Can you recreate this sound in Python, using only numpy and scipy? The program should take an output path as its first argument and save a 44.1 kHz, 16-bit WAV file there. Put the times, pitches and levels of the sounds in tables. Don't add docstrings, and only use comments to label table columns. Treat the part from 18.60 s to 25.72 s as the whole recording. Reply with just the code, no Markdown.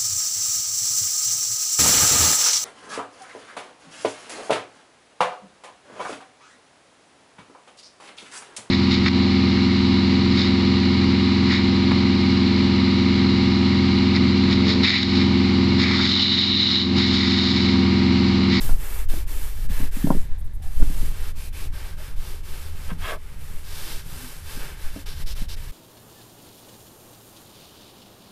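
import sys
import numpy as np
from scipy import signal
from scipy.fft import rfft, irfft
from scipy.io import wavfile
from scipy.ndimage import uniform_filter1d

SR = 44100
rng = np.random.default_rng(int(sys.argv[2]) if len(sys.argv) > 2 else 0)


def to_wav(s):
    ch = np.atleast_2d(s).T
    pcm = np.round(np.clip(ch, -1, 1) * 32767)
    wavfile.write(sys.argv[1], SR, pcm.astype(np.int16))


N = 313992
TIME = np.arange(N) / SR
HZ = np.fft.rfftfreq(N, 1 / SR)

# (start [s], length [s], speeding up [s], slowing down [s], hiss [dB], fizz [dB], rasp [dB])
STROKES = [(-0.025, 0.23, 0.024, 0.38, -41, -33, -40), (0.173, 0.29, 0.089, 0.066, -52, -42, -45),
           (0.484, 0.17, 0.023, 0.092, -47.5, -42.0, -46), (0.666, 0.28, 0.052, 0.11, -51, -42.5, -47.5),
           (0.83, 0.25, 0.24, 0.036, -53, -48, -52.5), (1.087, 0.22, 0.052, 0.091, -48.5, -42.5, -43.0),
           (1.31, 0.39, 0.065, 0.34, -49.5, -42.5, -45.5), (2.02, 0.08, 0.011, 0.024, -58, -52.5, -57),
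           (2.071, 0.47, 0.45, 0.092, -50.0, -44.0, -48.5), (2.458, 0.27, 0.24, 0.04, -51, -47.5, -47),
           (2.754, 0.15, 0.062, 0.044, -51.0, -47, -50.5), (2.924, 0.17, 0.072, 0.066, -48.5, -46, -46),
           (3.12, 0.26, 0.046, 0.14, -51.5, -50.5, -47.5), (3.365, 0.2, 0.078, 0.139, -52.0, -49.5, -48),
           (3.554, 0.28, 0.16, 0.178, -49.5, -47.5, -49.0), (3.827, 0.34, 0.08, 0.16, -51.0, -48.5, -49.5),
           (4.116, 0.27, 0.18, 0.152, -52.5, -49.5, -48.5), (4.376, 0.2, 0.23, 0.096, -45, -43, -40),
           (4.57, 0.24, 0.12, 0.071, -62, -58, -56), (4.77, 0.3, 0.078, 0.087, -58, -52.0, -53.5),
           (5.028, 0.42, 0.29, 0.14, -42.5, -42.5, -45), (5.421, 0.48, 0.22, 0.32, -48.5, -44.5, -47.5),
           (5.825, 0.2, 0.21, 0.1, -44.0, -42, -43.5), (5.986, 0.22, 0.032, 0.29, -46, -44, -40.5),
           (6.163, 0.17, 0.206, 0.1, -47.5, -45.5, -44), (6.291, 0.16, 0.089, 0.06, -51, -50, -50),
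           (6.458, 0.11, 0.0092, 0.08, -43.5, -48.0, -48), (6.537, 0.11, 0.099, 0.034, -46.5, -48, -49.0),
           (6.66, 0.088, 0.018, 0.043, -41.5, -46, -49.5), (6.748, 0.12, 0.03, 0.053, -46.5, -47.5, -49.5),
           (6.883, 0.076, 0.017, 0.025, -42, -47.5, -50.5), (6.962, 0.29, 0.016, 0.074, -53.5, -52, -52.5)]
# (frequency [Hz], gain [dB])
BRISTLE_COLOUR = [(100, -9.5), (220, -4.5), (300, -7), (600, -4), (950, -5), (1500, -6), (2500, -7),
                  (4000, -9.5), (5200, -10), (6600, -15), (9500, -13.5), (12800, -13.5), (14300, -15.5),
                  (15400, -28.5)]
# (frequency [Hz], width [Hz], depth [0-1])
WINDOW_NOTCHES = [(750, 206, 0.44), (1350, 51, 0.51)]
# (frequency [Hz], width [Hz], gain [dB])
BLOCK_RINGS = [(1570, 82, -1.5), (3000, 290, -8), (3660, 290, -10), (5200, 720, -10)]
# (start [s], frequency [Hz], gain [dB])
LEATHER_PATCHES = [(0, 1600, -12), (.95, 1740, 0.5), (2.1, 1750, -27), (2.74, 2440, 3.5), (3.1, 1550, -3),
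                   (3.55, 1570, -23), (5.05, 1530, -4), (5.95, 1580, -2), (6.65, 3700, -8)]
# (frequency [Hz], gain [dB])
BUFFET_COLOUR = [(3, -8), (8, -3.5), (16, -6), (30, -15), (50, -22), (90, -31), (160, -62), (400, -83)]
# (time [s], level [dB])
BREEZE = [(0, -27), (2.8, -32), (4.0, -36.5), (4.85, -38), (5.8, -42), (7.12, -31.5)]
# (middle [s], length [s], air level [dB], relative cushion level [dB])
LEANS = [(.12, 0.25, -21.5, -36.5), (0.674, 0.14, -27, -47), (1.143, .45, -25.5, -44), (1.53, .4, -35, -37),
         (2.224, .14, -17.5, -44), (2.4, 0.41, -24.5, -40), (3.07, 0.098, -25.5, -50),
         (3.584, 0.11, -29.5, -54), (4.35, 0.28, -33, -43.5), (6.004, 0.18, -34, -48.5),
         (6.755, 0.93, -33, -51)]
# (frequency [Hz], gain [dB])
AIR_COLOUR = [(59, -56), (100, -7.5), (279, -12.5), (733, -31.5), (867, -19.5), (1240, -25), (6090, -34.5),
              (11900, -34), (15000, -39)]
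# (time [s], level [dB])
DRONE = [(0, -47), (3.4, -42.5), (4.4, -38.5), (4.9, -47), (7.12, -42.5)]
# (frequency [Hz], gain [dB])
CUSHION_COLOUR = [(40, 16.5), (80, 7.5), (130, 14.5), (190, -2.5), (280, -6.5), (400, -8.5), (700, -15.5),
                  (1500, -34)]
# (frequency [Hz], gain [dB], time to fade by 60 dB [s])
SEAT_RINGS = [(139, -9.5, 0.15), (167.4, -5.5, 0.12), (194, -1.5, 0.029), (253, -11.5, 0.04),
              (278.3, -7, 0.16), (350, -15, 0.016), (539.4, -5, 0.077), (600, -7, 0.035),
              (769, -2.5, 0.044), (836, -5.5, 0.034), (910, -11, 0.048), (1140, -9, 0.03),
              (1380, -6, 0.046)]
# (time [s], peak before echoes [dB], treble cutoff [Hz], crumple time [s])
BUMPS = [(0.093, -19.5, 1550, 0.019), (0.537, -24, 770, 0.021), (1.098, -25.5, 267, 0.0054),
         (1.199, -23.5, 480, 0.011), (1.228, -24.5, 447, 0.022), (1.366, -25, 294, 0.0044),
         (1.441, -8, 317, 0.0008), (1.471, -14.5, 760, 0.003), (1.504, -3.5, 1030, 0.0038),
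         (1.516, -23, 1170, 0.0048), (1.548, -16, 450, 0.0063), (1.566, -25, 520, 0.01),
         (2.2, -27, 705, 0.0038), (2.222, -18.5, 414, 0.0016), (2.224, -21.5, 2210, .003),
         (2.298, -25, 378, 0.0024), (2.426, -27, 404, 0.025), (4.315, -26, 240, 0.021),
         (5.97, -32.5, 534, 0.0087), (6.361, -26, 650, 0.016), (6.817, -29, 257, 0.0061)]
# (middle [s], length [s], pitch [Hz], level [dB])
GROANS = [(0.563, 0.118, 337, -43.5), (0.717, 0.22, 305, -53.5), (2.054, 0.16, 760, -56),
          (3.055, 0.28, 300, -55), (3.408, 0.11, 600, -54.5), (3.727, .12, 370, -51.5),
          (5.292, 0.14, 330, -50.5), (5.62, 0.19, 253, -47)]
# (frequency [Hz], gain [dB])
HANDLE_COLOUR = [(300, -7), (900, -3), (1350, -12), (1750, -1), (2200, -7), (2900, -16), (3600, -8),
                 (5500, -20), (12000, -30)]
# (middle [s], level [dB], length [s])
GRAZES = [(1.799, -55, 0.054), (1.858, -57.5, .045), (1.951, -57, 0.046), (1.997, -71, .03)]
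# (time [s], relative level [dB], rasp centre [Hz])
GRABS = [
    [(4.28, -60, 1180), (4.308, -33.5, 1130), (4.338, -54, 1020), (4.345, -53, 993)],
    [(4.405, -49, 1550), (4.439, -37, 1570), (4.495, -30.5, 1430), (4.551, -36.5, 790), (4.585, -54, 801)],
]
# (frequency [Hz], width [Hz], gain [dB])
COVER_RINGS = [(442, 86, 18), (595, 97, 13), (660, 61, -6), (995, 200, 4.5), (1117, 71, 6), (1265, 58, 8.5),
               (1550, 50, 9), (1635, 80, 8), (2100, 280, 4), (2660, 250, 7.5), (3210, 160, 9.5),
               (3690, 150, -4), (4310, 80, -19)]


def gain_of(db):
    return 10 ** (np.asarray(db) / 20)


def evened(x):
    return x / np.sqrt(np.mean(x ** 2) + 1e-20)


def loudness(x):
    return np.sqrt(abs(uniform_filter1d(x ** 2, size=7000)) + 1e-12)


def colour(points):
    hz, db = np.transpose(points)
    return gain_of(np.interp(np.log(HZ + 1), np.log(hz + 1), db))


def shaped(x, gain):
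    return irfft(rfft(x) * gain, N)


def level_curve(rows):
    times, db = np.transpose(rows)[:2]
    return gain_of(np.interp(TIME, times, db))


def noise():
    return rng.standard_normal(N)


def drift(rate_hz):
    return evened(shaped(noise(), 1 / (1 + (HZ / rate_hz) ** 4)))


def resonance(hz, width):
    return 1j * HZ * width / (hz ** 2 - HZ ** 2 + 1j * HZ * width)


def resonate(x, hz, width):
    turn = np.exp(2j * np.pi * np.cumsum(hz) / SR)
    decay = np.exp(-np.pi * width / SR)
    return 2 * (turn * signal.lfilter([1 - decay], [1, -decay], x / turn)).real


def add(mix, start, sound):
    at = round(start * SR)
    sound = sound[max(-at, 0):]
    part = mix[max(at, 0):][:len(sound)]
    part += sound[:len(part)]


def cabin(x, echo_db, fade_s):
    t = np.arange(SR // 3) / SR
    taps = rng.standard_normal(len(t)) * (rng.random(len(t)) < .06) * (t > .002)
    taps *= gain_of(-60 * t / fade_s)
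    echoes = signal.fftconvolve(x, taps / np.linalg.norm(taps))[:N]
    return (x + gain_of(echo_db) * echoes) / np.hypot(1, gain_of(echo_db))


def flicks(per_s, spread_db, clump_db):
    size = gain_of(spread_db * np.minimum(rng.exponential(1, N), 4))
    clicks = noise() * size * (rng.random(N) < per_s / SR)
    return evened(clicks * gain_of(clump_db * drift(rate_hz=620)))


def stroke_levels(turning_db=(-71, -71, -61.5), catch_power=0.59):
    power = np.ones((3, N)) * gain_of(turning_db)[:, None] ** 2
    for start, length, rise, fall, *levels_db in STROKES:
        t = np.arange(0, length, 1 / SR)
        speeding, slowing = np.sin(np.pi / 2 * np.clip([t / rise, (length - t) / fall], 0, 1))
        drive = speeding ** catch_power * slowing
        for layer, db in zip(power, levels_db):
            add(layer, start, (gain_of(db) * drive) ** 2)
    return np.sqrt(power)


def patch_ring(clicks, width_hz=150):
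    starts, hz, db = np.transpose(LEATHER_PATCHES)
    patch = np.maximum(np.searchsorted(starts, TIME, "right") - 1, 0)
    level = uniform_filter1d(gain_of(db)[patch], size=2000)
    pitch = uniform_filter1d(hz[patch], size=2000)
    return level * resonate(clicks, pitch, width_hz)


def backrest_sheen(x, until_s=1.5, above_hz=12000, boost_db=3.4):
    treble = shaped(x, 1 - 1 / (1 + (HZ / above_hz) ** 12))
    return x + treble * (gain_of(boost_db) - 1) * (TIME < until_s)


def scrub(low_hz=3100, high_hz=6300, bite_range_db=14, lifted_s=(1.76, 2.015)):
    hiss, fizz, rasp = stroke_levels()
    notches = abs(1 - sum(depth * resonance(hz, width) for hz, width, depth in WINDOW_NOTCHES))
    snaps = flicks(per_s=30000, spread_db=1.3, clump_db=.7)
    clicks = shaped(cabin(snaps, echo_db=-9.5, fade_s=0.019), colour(BRISTLE_COLOUR) * notches)
    bite = np.clip(.5 + 20 * np.log10(hiss / fizz) / bite_range_db, 0, 1)
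    block = shaped(clicks, sum(gain_of(db) * resonance(hz, width) for hz, width, db in BLOCK_RINGS))
    clicks = backrest_sheen(clicks + bite * block + patch_ring(clicks))
    lows = 1 / (1 + (HZ / low_hz) ** 6)
    highs = 1 - 1 / (1 + (HZ / high_hz) ** 14)
    bands = [(lows, (HZ > 1000) & (HZ < 3000), rasp),
             (1 - lows - highs, (HZ > 3300) & (HZ < 5800), hiss),
             (highs, HZ > 7500, fizz)]
    out = np.zeros(N)
    for band, core, level in bands:
        out += shaped(clicks, band) / loudness(shaped(clicks, core)) * level
    touching = (TIME < lifted_s[0]) | (TIME > lifted_s[1])
    return out * uniform_filter1d(touching.astype(float), size=400)


def lean_levels():
    air, creak = np.zeros((2, N))
    for middle, length, air_db, cushion_db in LEANS:
        swell = np.cos(np.pi * np.clip((TIME - middle) / length, -.5, .5))
        air += gain_of(air_db) * swell
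        creak += gain_of(cushion_db) * swell
    return air, creak


def buffet():
    swirls = shaped(noise(), colour(BUFFET_COLOUR) / (1 + (HZ / 600) ** 4))
    audible = shaped(swirls, HZ > 20)
    pushed_air, _ = lean_levels()
    return swirls / loudness(audible) * np.hypot(level_curve(BREEZE), pushed_air)


def outdoors(drone_hz=76, width_hz=12, air_db=-57):
    drone = evened(shaped(noise(), resonance(drone_hz, width_hz) ** 2))
    air = evened(shaped(noise(), colour(AIR_COLOUR)))
    return gain_of(air_db) * air + level_curve(DRONE) * drone


def cushion(resting_db=-46.5, lean_boost_db=2, ring_db=8):
    ring = sum(gain_of(db + ring_db) * resonance(hz, 1.16 / fade_s) for hz, db, fade_s in SEAT_RINGS)
    slips = flicks(per_s=990, spread_db=4.5, clump_db=2.5)
    creak = evened(shaped(slips, colour(CUSHION_COLOUR) * (1 + ring)))
    _, flexing = lean_levels()
    return creak * np.hypot(gain_of(resting_db), flexing * gain_of(lean_boost_db))


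def bumps(push_db=11, push_s=0.0035, crumple_db=-19, low_hz=130):
    t, out = np.arange(SR // 2) / SR, np.zeros(N)
    ring = sum(gain_of(db - 60 * t / fade_s) * np.cos(2 * np.pi * hz * t)
               for hz, db, fade_s in SEAT_RINGS)
    push = gain_of(push_db) * (1 - t / push_s) * np.exp(-t / push_s)
    blow = signal.sosfilt(signal.butter(2, low_hz, "high", fs=SR, output="sos"), ring + push)
    for start, db, cutoff_hz, length in BUMPS:
        crumple = rng.standard_normal(len(t)) * (t / length) * np.exp(-2 * t / length)
        force = (t == 0) + gain_of(crumple_db) * crumple
        soften = signal.butter(6, cutoff_hz, fs=SR, output="sos")
        thud = signal.sosfilt(soften, signal.fftconvolve(force, blow))
        add(out, start, gain_of(db) * thud / abs(thud).max())
    return cabin(out, echo_db=-3.5, fade_s=0.087)


def groans(width_share=0.14):
    slips, out = flicks(per_s=1900, spread_db=4, clump_db=4.5), np.zeros(N)
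    for middle, length, hz, db in GROANS:
        on = abs(TIME - middle) < length / 2
        pitch = np.full(on.sum(), hz)
        ring = resonate(slips[on], pitch, width_share * hz)
        ring = resonate(ring, pitch, width_share * hz)
        out[on] += gain_of(db) * evened(ring) * signal.windows.cosine(on.sum())
    return out


def regrip(start_s=1.59, length_s=0.46, level_db=-54.5, fade_db=-9):
    progress = np.clip((TIME - start_s) / length_s, 0, 1)
    swell = np.sqrt(abs(np.sin(np.pi * progress)))
    rustle = evened(shaped(flicks(per_s=4700, spread_db=2.5, clump_db=0), colour(HANDLE_COLOUR)))
    return rustle * gain_of(level_db + fade_db * progress) * swell


def grazes(low_hz=7600):
    swell = np.zeros(N)
    for middle, db, length in GRAZES:
        add(swell, middle - length / 2, gain_of(db) * signal.windows.tukey(int(length * SR), .7))
    thin = colour(BRISTLE_COLOUR) * (1 - 1 / (1 + (HZ / low_hz) ** 8))
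    return swell * evened(shaped(flicks(per_s=9000, spread_db=1.5, clump_db=1), thin))


def judder(boost_db=1, slips_per_s=380, jitter=.35, grit_db=-4, width_octaves=0.87):
    slip_count = np.cumsum(slips_per_s * np.exp(jitter * drift(rate_hz=180))) / SR
    slips = np.diff(np.floor(slip_count), prepend=0) * gain_of(2 * noise())
    grit = flicks(per_s=2500, spread_db=2.5, clump_db=2)
    cover = sum(gain_of(db) * resonance(hz, width) for hz, width, db in COVER_RINGS)
    ring = shaped(evened(slips) + gain_of(grit_db) * grit, cover)
    hz, t, slices = signal.stft(cabin(ring, echo_db=-8, fade_s=0.095), SR, nperseg=256)
    times, _, centre_hz = np.vstack(GRABS).T
    octaves_away = np.log2((hz[:, None] + 1) / np.interp(t, times, centre_hz))
    slices *= np.exp(-.5 * (octaves_away / width_octaves) ** 2)
    rasp = signal.istft(slices, SR, nperseg=256)[1][:N]
    out = np.zeros(N)
    for grab in GRABS:
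        on = (TIME > grab[0][0]) & (TIME < grab[-1][0])
        out[on] += evened(rasp[on]) * level_curve(grab)[on] * signal.windows.tukey(on.sum(), .1)
    return out * gain_of(boost_db)


def scene():
    mix = scrub() + buffet() + outdoors() + cushion() + bumps() + groans()
    mix += regrip() + grazes() + judder()
    return mix[None]


def record(dry, top_hz=15500):
    fade = signal.windows.tukey(N, .004)
    treble_cut = signal.firwin(511, top_hz, window=("kaiser", 9), fs=SR)
    return signal.oaconvolve(dry * fade, treble_cut[None], "same")


dry = scene()
out = record(dry)
to_wav(out)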